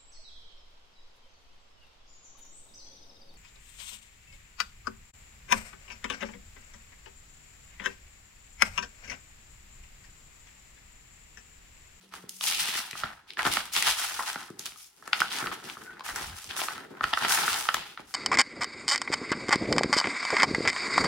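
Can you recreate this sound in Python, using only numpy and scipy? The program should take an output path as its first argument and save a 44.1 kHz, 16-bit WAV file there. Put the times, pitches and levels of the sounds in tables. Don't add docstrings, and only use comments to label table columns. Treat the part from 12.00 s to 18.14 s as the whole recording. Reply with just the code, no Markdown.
import sys
import numpy as np
from scipy import signal
from scipy.fft import rfft, irfft, next_fast_len
from scipy.io import wavfile
from scipy.ndimage import uniform_filter1d, map_coordinates

SR = 44100
rng = np.random.default_rng(int(sys.argv[2]) if len(sys.argv) > 2 else 0)


def wav_out(sig):
    wavfile.write(sys.argv[1], SR, np.round(np.clip(np.atleast_2d(sig).T, -1, 1) * 32767).astype(np.int16))


N = 270774


def amp(db):
    return 10 ** (np.asarray(db) / 20)


def unit(x):
    return x / np.sqrt(np.mean(x ** 2) + 1e-20)


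def along(points, hz):
    point_hz, values = np.transpose(points)
    return np.interp(np.log(hz + 1), np.log(point_hz + 1), values)


def curves(rows):
    seconds, *columns = np.transpose(rows)
    return [np.interp(np.arange(N) / SR, seconds, column) for column in columns]


def wobble(rate):
    knots = rng.standard_normal(int(N * rate / SR) + 4)
    return map_coordinates(knots, [np.arange(N) * rate / SR])


def filtered(x, response):
    m = next_fast_len(N + SR // 2)
    hz = np.fft.rfftfreq(m, 1 / SR)
    return irfft(rfft(x, m) * response(hz), m)[..., :N]


def ring(x, modes, skirt_hz):
    def response(f):
        gain = 0
        for k, (centre, width, db) in enumerate(modes):
            band = 1j * f * width / (centre * centre - f * f + 1j * f * width)
            gain = gain + (-1) ** k * amp(db) * band
        gain = gain * (1j * f / (skirt_hz + 1j * f)) ** 2
        return gain / np.sqrt(np.mean(np.abs(gain) ** 2))
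    return filtered(x, response)


def bursts(sizes, life_s):
    keep = np.exp(-1 / (life_s * SR))
    envelope = signal.lfilter([1], [1, -keep], sizes)
    return envelope * rng.standard_normal((2, N))


def slips(rate, spread_db, clump_db):
    sizes = amp(spread_db * rng.standard_normal(N) + clump_db * wobble(45))
    return sizes * (rng.random(N) < rate / SR)


# start in seconds, length in seconds, glue crackle in dB before the sag and
# the added settling, paper rustle in dB relative to the crackle, fibre fizz in dB relative to the crackle.
TUGS = [(-.03, 0.11, -64.5, -4, -3), (0.108, 0.054, -51.5, 3.5, -1.5), (0.3, 0.24, -57.5, -24, 7),
        (0.402, 0.045, -38.5, -12, 4), (0.454, 0.031, -30, -12.5, 1), (0.507, 0.038, -33.5, -13, -1),
        (0.564, .15, -33, -7.5, -2), (.72, 0.055, -34.5, -1.5, -1), (0.844, .06, -48.5, -2.5, -11.5),
        (0.945, 0.056, -43, -4, -1), (1.004, 0.084, -52.5, 9.5, -25), (1.266, 0.041, -54, -9, -10),
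        (1.371, 0.024, -42, 7.5, -5.5), (1.436, 0.04, -37, 4.5, 0.5), (1.505, 0.022, -29.5, -11, -3),
        (1.56, 0.026, -38, 1, -9), (1.717, .03, -36, -11, 3.5), (1.737, 0.042, -27, -6.5, -4),
        (1.805, 0.046, -34.5, 1, -6), (1.839, 0.045, -26, -3.5, -0.5), (1.962, 0.13, -36.5, -1, 2.5),
        (2.096, 0.14, -43.5, 0.5, 2.5), (2.243, 0.06, -38.5, 1.5, -1), (2.369, 0.049, -51, 7, 3),
        (2.583, .03, -50, 0, 1), (2.64, 0.023, -46, -5, 1), (2.751, .11, -60, -11, 8),
        (2.942, 0.12, -68.5, -1, 7), (3.029, 0.073, -61, 10, 2), (3.116, 0.067, -50, 7.5, 2),
        (3.17, 0.12, -41, -7.5, -9), (3.287, 0.094, -37.5, -2, -3), (3.367, 0.1, -51.5, 11, 3.5),
        (3.447, 0.031, -51.5, 8, 1.5), (3.507, 0.02, -43.5, 5.5, -5), (3.624, 0.11, -49, 2, 0),
        (3.761, 0.096, -60, 9.5, 4), (3.881, 0.079, -64.5, 15.5, -10), (4.034, 0.064, -43, 4, 0.5),
        (4.129, 0.13, -44, 6, 1.5), (4.21, .1, -47.5, -6, -2.5), (4.335, 0.14, -51, -3.5, 4),
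        (4.487, 0.017, -39.5, -1, -6), (4.552, 0.09, -40, 2, 3.5), (4.67, 0.14, -50, 6.5, -4),
        (4.919, 0.067, -75.5, 23.5, -8.5), (5.012, 0.19, -47, 6, -2), (5.16, 0.057, -43, 1.5, -4),
        (5.204, 0.052, -34, 6.5, -7), (5.266, 0.082, -31.5, 3.5, 2), (5.358, 0.17, -33, 1, 0),
        (5.48, 0.2, -39, 3, 2), (5.735, 0.094, -41.5, -1.5, -12.5), (5.838, 0.072, -51, -4, -5),
        (5.965, .04, -58.5, 10, -11), (6.044, 0.13, -61, 0, 7)]
RISE_S, SAG_DB_PER_S, LET_GO_DB_PER_S = 0.033, 27.5, 400
SETTLE_DB, SETTLE_DB_PER_S = -3, [[112], [114], [130]]


def effort():
    t, power = np.arange(0, N / SR + .002, .001), 1e-9
    for start, length, db, rustle_db, fizz_db in TUGS:
        swell = np.clip((t - start) / min(RISE_S, length), 0, 1)
        after = np.maximum(t - start - length, 0)
        held_db = db - SAG_DB_PER_S * np.clip(t - start, 0, length)
        let_go = amp(-LET_GO_DB_PER_S * after) ** 2
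        settling = amp(SETTLE_DB - np.multiply(SETTLE_DB_PER_S, after)) ** 2
        shape = (swell * amp(held_db)) ** 2 * (let_go + settling)
        power = power + shape * amp([[rustle_db], [0], [fizz_db]]) ** 2
    return [np.interp(np.arange(N) / SR, t, 10 * np.log10(row)) for row in power]


# centre in Hz, width in Hz, relative level in dB.
SHEET = [(763, 224, -3.5), (968, 290, -3.5), (1310, 196, -2), (1850, 560, -8.5)]
# centre in Hz, width in Hz, relative level in dB.
CREASE = [(2330, 1280, 2), (3410, 1670, 2.5), (5020, 1300, -5)]
# centre in Hz, width in Hz, relative level in dB.
FIBRE = [(5420, 1830, -3.5), (10000, 3030, -6.5), (12520, 5000, -12)]


def peeling():
    rustle_db, crackle_db, fizz_db = effort()
    shared = unit(slips(rate=620, spread_db=0.5, clump_db=1.0))
    sheet_slips = 0.82 * shared + unit(slips(rate=640, spread_db=0.0, clump_db=4.5))
    crease_slips = 2.2 * shared + unit(slips(rate=3000, spread_db=3.0, clump_db=0.0))
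    fibre_slips = 0.85 * shared + unit(slips(rate=2700, spread_db=6.0, clump_db=4.5))
    rustle = ring(bursts(sheet_slips, life_s=0.00098), SHEET, skirt_hz=630)
    crackle = ring(bursts(crease_slips, life_s=0.0045), CREASE, skirt_hz=2000)
    fizz = ring(bursts(fibre_slips, life_s=0.0033), FIBRE, skirt_hz=5800)
    parting = bursts(slips(rate=700, spread_db=5, clump_db=2.5), life_s=.00015)
    crackle = unit(crackle) + .75 * unit(ring(parting, CREASE, skirt_hz=1500))
    fizz = unit(fizz) + .7 * unit(ring(parting, FIBRE, skirt_hz=4500))
    return amp(rustle_db) * unit(rustle) + amp(crackle_db) * unit(crackle) + amp(fizz_db) * unit(fizz)


# release time in seconds, panel ring in dB, ring pitch in Hz that the mode ratios
# multiply, crease crack in dB, fibre tick in dB, bag thump in dB; all levels are before the gains below.
SNAPS = [(0.1389, -30.5, 1220, -30, -31.5, -47), (0.2385, -58, 1110, -63, -70, -40.5),
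         (0.2939, -61, 1540, -32.5, -16, -77), (0.4107, -29.5, 1230, -19, -23.5, -68),
         (0.44, -33.5, 900, -18.5, -30.5, -68), (0.4535, -33, 905, -27, -19.5, -67),
         (0.4775, -30, 1310, -25, -28, -51), (0.501, -49, 1890, -35, -29, -59),
         (0.5143, -29, 1420, -24, -28, -58), (0.524, -35, 1770, -13, -22, -61),
         (0.5318, -32, 1280, -28, -28, -49), (0.606, -37, 1770, -25, -17.5, -69),
         (0.6861, -23, 1970, -34, -38, -32), (0.729, -36, 1790, -23, -29, -62),
         (0.754, -26, 1950, -29, -21.5, -38.5), (0.788, -26.5, 1350, -19, -19, -39),
         (0.9114, -37, 1950, -29, -20, -76), (0.9309, -32, 1940, -31, -48, -33.5),
         (0.9541, -29, 1260, -50, -60, -40), (1.0359, -18, 1345, -22, -53, -24.5),
         (1.0409, -27, 1320, -22, -47, -29.5), (1.3054, -49, 1290, -22, -38, -65),
         (1.324, -55, 1310, -38, -53, -74), (1.3352, -58, 1310, -33, -36, -78),
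         (1.3718, -27.5, 1740, -25.5, -47.5, -43), (1.392, -17, 1410, -16.5, -44, -39),
         (1.4305, -27, 840, -23, -22, -53), (1.4519, -19, 1360, -16, -46, -29),
         (1.4658, -16, 1320, -15, -22.5, -23.5), (1.4743, -17, 884, -29, -43, -55.5),
         (1.5378, -31, 1260, -20, -12.5, -46), (1.5708, -11.5, 1366, -14.5, -31.5, -37),
         (1.656, -52, 1510, -36, -26, -70), (1.7645, -23, 1310, -11, -11, -61),
         (1.8248, -20, 1960, -15, -8, -52.5), (1.8765, -21, 866, -12.5, -22, -47),
         (1.982, -33, 1270, -24, -20, -63), (2.1934, -20, 1020, -39, -45, -60),
         (2.1966, -19.5, 1416, -36, -51, -63), (2.2066, -24, 990, -42, -45, -46),
         (2.234, -28, 1270, -33, -53.5, -49), (2.331, -43, 1890, -26, -21.5, -57),
         (2.3586, -23.5, 1460, -28, -65, -32.5), (2.5027, -41, 1310, -56, -37, -36),
         (2.594, -52, 1390, -31.5, -15.5, -48), (2.6583, -39, 980, -24, -19.5, -53.5),
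         (2.664, -39.5, 1450, -23, -25.5, -67), (2.7212, -45, 1330, -35, -53, -57),
         (2.76, -45.5, 1240, -42, -42, -70), (3.0255, -39.5, 1270, -67, -42, -42),
         (3.077, -28.5, 1320, -29.5, -27.5, -40), (3.1319, -13.5, 1440, -4.5, -30, -46),
         (3.2044, -18, 1290, -12, -13, -30.5), (3.2109, -31, 1460, -11.5, -46.5, -42),
         (3.2184, -13, 1430, -29, -40.5, -57), (3.4249, -28, 1270, -38, -46.5, -33),
         (3.4413, -26, 1530, -37, -42, -33.5), (3.461, -22, 1360, -31, -55, -49),
         (3.4705, -37, 1690, -17, -44, -48), (3.4739, -24.5, 1260, -33, -51, -38),
         (3.5162, -28, 1255, -27, -49, -59), (3.5268, -38, 1470, -33, -41.5, -39),
         (3.699, -38, 1300, -24.5, -57, -40), (3.7704, -31.5, 1260, -62, -63, -44),
         (3.931, -50, 1510, -46, -52, -70), (3.9956, -39, 960, -32, -38, -63),
         (4.008, -30, 1060, -31, -41, -54), (4.064, -28.5, 1370, -41, -26, -62),
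         (4.0893, -24, 1360, -41, -40.5, -38), (4.1605, -23, 1520, -27, -14.5, -56),
         (4.3675, -57, 1170, -41, -31, -77), (4.386, -55, 1850, -32, -25, -79),
         (4.4437, -42.5, 1170, -35, -23, -74), (4.5099, -31, 1740, -22, -47, -44),
         (4.5652, -35, 800, -20.5, -20.5, -53), (4.617, -23.5, 790, -16, -31.5, -52),
         (4.6849, -18, 1280, -18, -48, -63), (4.7802, -30, 1340, -30, -51, -73.5),
         (5.0096, -17, 1310, -26.5, -60, -35.5), (5.0335, -31, 1850, -32, -51, -42),
         (5.036, -24, 1420, -24, -30, -45), (5.0408, -12, 1370, -13.5, -25, -31.5),
         (5.073, -32, 1260, -32, -44, -51), (5.1324, -20.5, 886, -20, -45, -51),
         (5.1364, -13, 1340, -7.5, -32, -42), (5.1743, -13, 1350, -18, -28, -43),
         (5.2241, -31.5, 960, -25, -56, -31), (5.249, -21, 845, -13, -40, -58),
         (5.3097, -18, 1520, -29, -27, -53), (5.4803, -14, 1420, -32, -36, -34),
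         (5.6888, -10.5, 1350, -10, -31, -52), (5.744, -13, 1310, -11, -8.5, -31),
         (5.7685, -25.5, 920, -21, -45, -44), (5.9755, -28, 1380, -30, -55, -65),
         (5.9957, -37, 870, -52, -74, -36)]
# pitch ratio, relative level in dB, time to fall 60 dB in seconds.
PANEL = [(1.007, 3, 0.011), (0.587, -11, 0.015), (1.315, -2, 0.01), (1.124, -5, 0.011)]
# centre in Hz, width in Hz, relative level in dB.
BAG = [(139, 57, 0.0053), (244, 71, 0.022), (390, 108, 0.019)]
# modes, skirt in Hz, top in Hz, puff life in seconds, coupling in dB.
BODIES = [(CREASE, 1500, 9000, .0006, -2), (FIBRE, 3500, 30000, .001, -6), (BAG, 90, 1200, .002, 2.5)]


def snaps():
    s, ring_db, ring_hz, *body_db = np.transpose(SNAPS)
    start, t = np.round(s * SR).astype(int), np.arange(SR // 25) / SR
    chance = rng.standard_normal((len(s), len(PANEL) + 1, 1))
    aside = np.tanh(chance[:, -1])
    scatter_db = 1.8 * chance
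    rings = 0
    for k, (ratio, db, t60) in enumerate(PANEL):
        decay = amp(db + scatter_db[:, k] - 60 * t / t60)
        rings = rings + decay * np.sin(2 * np.pi * ratio * ring_hz[:, None] * t)
    onset = (1 - np.exp(-t / 0.0009)) ** 2
    rings = rings * amp(ring_db + 7.0)[:, None] * onset
    place = (start[:, None] - round(.0008 * SR) + np.arange(len(t))).ravel()
    shares = (1.2, .9 * aside)
    out = np.array([np.bincount(place, (share * rings).ravel(), N + SR)[:N] for share in shares])
    for db, (modes, skirt_hz, top_hz, life_s, coupling_db) in zip(body_db, BODIES):
        strength = amp(db + coupling_db)
        sizes = np.bincount(start, strength, N)
        step = np.array([sizes, np.bincount(start, 0.39 * aside[:, 0] * strength, N)])
        lead_in = amp(-11) * bursts(sizes[::-1], life_s=.0018)[:, ::-1]
        blow = 3.44 * step + 0.64 * bursts(sizes, life_s) + lead_in
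        softened = filtered(blow, lambda f: (1 + 1j * f / top_hz) ** -2)
        out = out + ring(softened, modes, skirt_hz)
    return out


# time in seconds, level in dB before the gains below, pitch in Hz
SQUEAK = [(3.78, -62, 1470), (3.784, -62, 1460), (3.92, -44.5, 1460), (3.962, -62, 1555),
          (3.978, -69, 1390), (3.99, -56, 1420)]


def squeak():
    db, hz = curves(SQUEAK)
    t = np.arange(N) / SR
    rubbing = (t > SQUEAK[0][0]) & (t < SQUEAK[-1][0])
    tone = np.sin(2 * np.pi * np.cumsum(hz + 45 * wobble(120)) / SR)
    return rubbing * amp(db + 1.5 + 3 * wobble(70)) * tone * [[1.3], [.5]]


# centre in Hz, width in Hz, relative level in dB.
TABLE = [(38, 17, 6), (78, 48, 3.5)]
# time of the peak in seconds, rumble in dB.
LEANS = [(.46, -58), (.6, -56), (1.03, -47), (1.14, -61), (1.46, -44.5), (1.881, -50), (3.48, -62),
         (4.13, -43.5), (4.25, -43.5), (4.29, -49), (4.33, -63.5), (4.47, -55), (5.04, -47), (5.3, -58),
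         (5.52, -49), (5.78, -70)]
LEAN_IN_DB_PER_S, LEAN_OUT_DB_PER_S = 900, 301
# time in seconds, change of flex level in dB.
GRIP = [(0, 1.5), (1, -7.5), (1.7, -6.5), (2.4, -1), (2.9, -4), (3.8, 7), (4.2, 0), (4.4, -8), (4.65, 2),
        (4.9, 6.5), (5.1, 4.5), (5.5, 2.5), (6.14, 5)]
FLEX_DB, FLEX_GROWS = -30.5, 0.6
SHAKE_DB, SHAKE_GROWS = -55.5, 0.32


def fingers():
    rustle_db = uniform_filter1d(effort()[0], SR // 20)
    t = np.arange(N) / SR
    leaning = 0
    for s, db in LEANS:
        fall_db = np.maximum(LEAN_IN_DB_PER_S * (s - t), LEAN_OUT_DB_PER_S * (t - s))
        leaning = leaning + amp(db - fall_db)
    flex = ring(bursts(slips(rate=300, spread_db=1.0, clump_db=5.5), life_s=0.02), BAG, skirt_hz=150)
    rumble = ring(bursts(slips(rate=210, spread_db=1.5, clump_db=2.5), life_s=0.015), TABLE, skirt_hz=28)
    flex_db = FLEX_DB + FLEX_GROWS * rustle_db + curves(GRIP)[0] + 3.7 * wobble(7)
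    shake = amp(SHAKE_DB + SHAKE_GROWS * rustle_db)
    return amp(flex_db) * unit(flex) + (shake + leaning) * unit(rumble)


# frequency in Hz, time to fall 60 dB in seconds.
WALLS = [(200, 0.47), (1500, 0.18), (5000, 0.24), (14000, 0.31)]


def walls(pair, count=4):
    noise = rng.standard_normal((count, 2, SR // 3))
    hz, t, z = signal.stft(noise, SR, nperseg=256)
    decay = amp(-60 * t / along(WALLS, hz)[:, None])
    tails = signal.istft(z * decay, SR, nperseg=256)[1]
    late = np.pad(pair[0], (round(.002 * SR), 0))[:N]
    turn = np.arange(N) // (SR // 40) % count
    answer = 0
    for k, tail in enumerate(tails):
        kernel = tail / np.linalg.norm(tail[0])
        answer = answer + signal.fftconvolve([late * (turn == k)], kernel, axes=1)[:, :N]
    return answer


# frequency in Hz, relative density in dB per Hz.
ROOM_TONE = [(18, -43), (30, -12), (165, -5), (569, -34), (684, -1), (6050, -12), (8080, -16), (9710, -33),
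             (16000, -64)]
# time in seconds, level in dB before the wobble and channel gain below.
HUM = [(0, -66), (.25, -62), (.3, -70), (.4, -61), (.65, -67.5), (1.2, -97)]


def background():
    noise = rng.standard_normal((2, N))
    tone = unit(filtered(noise, lambda hz: amp(along(ROOM_TONE, hz))))
    hum_hz = 186 + 4 * wobble(24)
    hum_level = amp(curves(HUM)[0] + 2.6 * wobble(25))
    hum = hum_level * np.sin(2 * np.pi * np.cumsum(hum_hz) / SR)
    return amp(-70.5) * tone + hum * [[1.4], [0]]


# frequency in Hz, left-right correlation from -1 to 1.
ALIKE = [(60, 0.95), (130, 1), (290, 0.71), (640, 0.08), (1300, 0.82), (2500, 0.13), (5000, 0.19),
         (9000, -0.11), (15000, 0.1)]
# frequency in Hz, left minus right in dB.
LEFT_DB = [(60, -0.5), (600, 1), (2000, -0.5), (5000, 0), (7000, 1), (9500, 5.5), (12000, 6), (15000, 2)]


def ports(pair):
    def sum_and_difference(hz):
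        angle = np.arccos(np.clip(along(ALIKE, hz), -1, 1)) / 2
        return np.sqrt(2) * np.array([np.cos(angle), np.sin(angle)])

    mid, side = filtered(pair, sum_and_difference)
    both = np.array([mid + side, mid - side]) / np.sqrt(2)
    return filtered(both, lambda hz: amp(along(LEFT_DB, hz) / 2 * np.array([[1], [-1]])))


def scene():
    paper = snaps() + peeling() + squeak()
    return ports(paper + amp(-6.5) * walls(paper) + fingers() + background())


TOP_HZ = 15900


def record(dry):
    return filtered(dry, lambda hz: hz < TOP_HZ)


dry = scene()
out = record(dry)
wav_out(out)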